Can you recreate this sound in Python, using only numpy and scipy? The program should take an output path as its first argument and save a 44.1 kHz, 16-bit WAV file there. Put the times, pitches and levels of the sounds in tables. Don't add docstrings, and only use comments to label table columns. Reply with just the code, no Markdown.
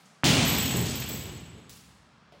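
import sys
import numpy as np
from scipy import signal
from scipy.io import wavfile
from scipy.ndimage import uniform_filter1d

SR = 44100
rng = np.random.default_rng(int(sys.argv[2]) if len(sys.argv) > 2 else 0)


def transcribe(signal):
    frames = np.atleast_2d(signal).T
    limited = np.clip(frames, -1, 1)
    pcm = np.round(limited * 32767).astype(np.int16)
    wavfile.write(sys.argv[1], SR, pcm)


N = 105840


def amp(db):
    return 10 ** (np.asarray(db) / 20)


def since(start_s):
    return np.maximum(np.arange(N) / SR - start_s, 0)


def curve(points):
    points_hz, values = np.transpose(points)
    return lambda hz: np.interp(np.log(hz), np.log(points_hz), values)


def hump(centre_hz, half_width_oct, skirt_db=-48):
    return lambda hz: np.maximum(-3 * (np.log2(hz / centre_hz) / half_width_oct) ** 2, skirt_db)


def noise_bands():
    edges_hz = np.concatenate([np.geomspace(28, 7000, 25), np.arange(8000, 17001, 1000)])
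    white = rng.standard_normal((3, 2 * N + SR // 4))
    bands = []
    for k in range(len(edges_hz) - 1):
        bandpass = signal.butter(3, edges_hz[k:k + 2], "band", fs=SR, output="sos")
        band = signal.sosfilt(bandpass, white[k % 3])[-2 * N:]
        bands.append(band / band.std())
    return np.sqrt(edges_hz[1:] * edges_hz[:-1]), np.diff(edges_hz), np.array(bands)


def band_gains(density_db, widths_hz):
    power = amp(density_db) ** 2 * widths_hz
    return np.sqrt(power / power.sum())


def ring(start_s, modes):
    t = since(start_s)
    return sum(rng.choice([-1, 1]) * amp(db - 60 * t / t60_s) * np.sin(2 * np.pi * hz * t)
               for hz, db, t60_s in modes)


def air_pulse(centre_s, half_s, top_hz):
    u = (np.arange(N) / SR - centre_s) / half_s
    return signal.sosfilt(signal.butter(4, top_hz, fs=SR, output="sos"), -2 * u * np.exp(-u * u))


# frequency in Hz, relative density in dB.
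MURMUR_SPECTRUM = [(30, -42), (70, -28.5), (120, -9.5), (175, 1), (280, -14.5), (500, -15.5), (1200, -12),
                   (2500, -21), (5000, -26), (8000, -41), (12000, -56), (15500, -50.5)]

def building_murmur(noise):
    centres_hz, widths_hz, bands = noise
    gains = band_gains(curve(MURMUR_SPECTRUM)(centres_hz), widths_hz)
    return amp(-59.5) * (gains @ bands[:, :N])


# frequency in Hz, reverberation time (T60) in seconds.
ROOM_T60 = [(60, 2.9), (150, 1.84), (400, 1.61), (1000, 1.73), (3000, 1.66), (6000, 1.31), (9000, 1.52),
            (12000, 0.74), (15000, 0.6)]

def room_impact(noise, start_s, spectrum, attack_s, direct_db, shudder_s=0):
    contact_s, hold_s, grain_s = 0.0064, 0.044, 0.0018
    build_cycles = 0.66
    shudder_share = 0.31
    centres_hz, widths_hz, bands = noise
    t = since(start_s)
    offset = rng.integers(N)
    direct = amp(direct_db) * np.exp(-t / contact_s) * (t > 0)
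    decaying_s = np.maximum(t - hold_s, 0) - shudder_share * np.clip(t - hold_s, 0, shudder_s)
    grain_db = np.interp(since(0) / grain_s, np.arange(N), rng.standard_normal(N))
    gains = band_gains(spectrum(centres_hz), widths_hz)
    out = np.zeros(N)
    for hz, gain, band in zip(centres_hz, gains, bands[:, offset:offset + N]):
        build_up = 1 - np.exp(-t / (attack_s + build_cycles / hz))
        echoes = build_up * amp(-60 * decaying_s / curve(ROOM_T60)(hz))
        envelope = (direct + echoes) * amp(grain_db) if hz > 600 else echoes
        out += gain * band * envelope
    return out


def shoe_shuffle(noise):
    spectrum = hump(centre_hz=1500, half_width_oct=1.5)
    return amp(-62) * room_impact(noise, -0.04, spectrum, attack_s=0.0067, direct_db=-20)


# frequency in Hz, relative density in dB.
STEP_SPECTRUM = [(40, -21), (150, 2.5), (350, -6), (650, 5), (1100, -15), (3300, -13), (6000, -23),
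                 (10000, -31.5), (15000, -40)]

def footstep(noise, start_s=2.3222):
    heel = amp(-50) * air_pulse(start_s + 0.0013, half_s=0.00073, top_hz=3500)
    impact = room_impact(noise, start_s, curve(STEP_SPECTRUM), attack_s=0.0034, direct_db=6.5)
    return heel + amp(-57.5) * impact


# mode frequency in Hz, relative level in dB, T60 in seconds.
KEY_MODES = [
    [(6664, -11, .14), (7708, 0, .06), (7738, 0, .045)],
    [(12003, 0, .13)],
    [(11590, 0, .05)],
    [(14305, 0, .035), (14235, -3, .02), (14400, -7, .015), (15200, -1, .006)],
]
# start in seconds, then the relative level in dB of each of the four keys.
KEY_CLINKS = [(.451, -33, -25, -60, -26), (.478, -22, -27, -52, -22), (.505, -23.5, -33, -54, -31),
              (.582, -24, -59, -54, -15), (.656, -26.5, -57, -43, -22), (.705, -25, -55, -35, -42),
              (.768, -29.5, -63, -46, -25), (.811, -43, -47, -45, -28), (.955, -35, -62, -38, -23.5),
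              (.999, -33, -57, -39, -33), (1.092, -32, -52, -36, -25), (1.125, -35.5, -59, -49, -30)]

def keys(attack_s=0.002, direct_db=-3, room_db=1):
    out = np.zeros(N)
    for key, modes in enumerate(KEY_MODES):
        direct = np.zeros(N)
        for start_s, *levels_db in KEY_CLINKS:
            onset = 1 - np.exp(-since(start_s) / attack_s)
            direct += amp(levels_db[key]) * ring(start_s, modes) * onset
        room_t60_s = curve(ROOM_T60)(modes[0][0])
        tail = rng.standard_normal(N) * amp(-60 * since(0) / room_t60_s)
        echoes = signal.fftconvolve(direct, tail / np.linalg.norm(tail))[:N]
        out += amp(direct_db) * direct + amp(room_db) * echoes
    return out


# start in seconds, level in dB, centre in Hz, half-width in octaves,
# echo attack in seconds, direct burst in dB relative to the echoes.
LOCK_CLACKS = [(.056, -66, 5900, 0.39, 0.0045, 6), (0.767, -52, 9150, 0.18, .003, 13),
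               (0.857, -38.5, 4640, 0.53, 0.0082, 3), (1.02, -46.5, 2690, 0.63, 0.0068, 15),
               (1.09, -46.5, 4450, 0.68, .008, 3), (1.088, -47, 14900, .07, .004, 11),
               (1.56, -77, 9900, .45, 0.0072, 0), (1.694, -53.5, 4500, 0.86, 0.0034, 6),
               (1.695, -64, 15500, 0.05, .003, 12), (1.722, -66, 5700, 0.28, .003, 13),
               (1.761, -69, 11000, .3, .003, 14)]

def lock_clacks(noise, damping_db_per_s=16):
    out = np.zeros(N)
    for start_s, level_db, centre_hz, half_width_oct, attack_s, direct_db in LOCK_CLACKS:
        clack = room_impact(noise, start_s, hump(centre_hz, half_width_oct), attack_s, direct_db)
        out += amp(level_db - damping_db_per_s * since(start_s)) * clack
    return out


# start in seconds, level in dB.
DOOR_THUDS = [(.74, -27), (.893, -44.5), (1.092, -36), (1.258, -41), (1.54, -49)]
# frequency in Hz, relative density in dB.
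THUD_SPECTRUM = [(30, -23), (50, -7), (85, 0), (180, 1.5), (280, -6), (400, -6), (600, -17), (1200, -27.5),
                 (3000, -34), (8000, -60), (15000, -70)]

def door_thuds(noise, damping_db_per_s=29):
    out = np.zeros(N)
    for start_s, level_db in DOOR_THUDS:
        thud = room_impact(noise, start_s, curve(THUD_SPECTRUM), attack_s=0.0037, direct_db=3)
        out += amp(level_db - damping_db_per_s * since(start_s)) * thud
    return out


# frequency in Hz, relative density in dB.
BANG_SPECTRUM = [(30, -25), (48, -29), (65, -7), (130, 1), (260, -1), (420, -11.5), (800, -11.5),
                 (1300, -17.5), (2000, -14), (3000, -9.5), (4500, -15), (7000, -18), (9000, -24.5),
                 (11000, -32.5), (13000, -38), (15300, -25.5)]
# mode frequency in Hz, relative level in dB, T60 in seconds.
DOOR_LEAF_MODES = [(63.5, -35, 3.2), (126.5, -27, 2.6), (153, -29, 1.5), (176, -29, 2.6), (227, -28, 2.4),
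                   (273, -29, 2.2), (375, -38, 2.4)]

def door_bang(noise, start_s=0.2355, echo_delay_s=0.0055, leaf_attack_s=0.0023):
    crack = amp(-9) * air_pulse(start_s, half_s=0.00018, top_hz=4200)
    shove = amp(-20.5) * air_pulse(start_s + 0.0032, half_s=0.0016, top_hz=4200)
    roar = amp(-19.3) * room_impact(noise, start_s + echo_delay_s, curve(BANG_SPECTRUM),
                                    attack_s=0.0066, direct_db=-2, shudder_s=1)
    leaf_onset = 1 - np.exp(-since(start_s) / leaf_attack_s)
    leaf = amp(-1) * ring(start_s, DOOR_LEAF_MODES) * leaf_onset
    return crack + shove + roar + leaf


def scene():
    noise = noise_bands()
    door = door_bang(noise) + door_thuds(noise) + lock_clacks(noise) + keys()
    feet = shoe_shuffle(noise) + footstep(noise)
    return (door + feet + building_murmur(noise))[None]


def record(dry):
    threshold_db, reduction_share, excess_fall_db_per_s = -20.5, 0.2, 3
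    low_cut_hz, high_cut_hz = 48, 15900
    level_db = 10 * np.log10(np.abs(uniform_filter1d(dry[0] ** 2, size=900)) + 1e-12)
    excess_db = np.maximum(level_db - threshold_db, 0)
    fall_db = excess_fall_db_per_s * since(0)
    held_excess_db = np.maximum.accumulate(excess_db + fall_db) - fall_db
    compressed = dry * amp(-reduction_share * held_excess_db)
    low_cut = signal.butter(6, low_cut_hz, "high", fs=SR, output="sos")
    high_cut = signal.ellip(12, 0.2, 70, high_cut_hz, fs=SR, output="sos")
    return signal.sosfilt(high_cut, signal.sosfilt(low_cut, compressed))


dry = scene()
out = record(dry)
transcribe(out)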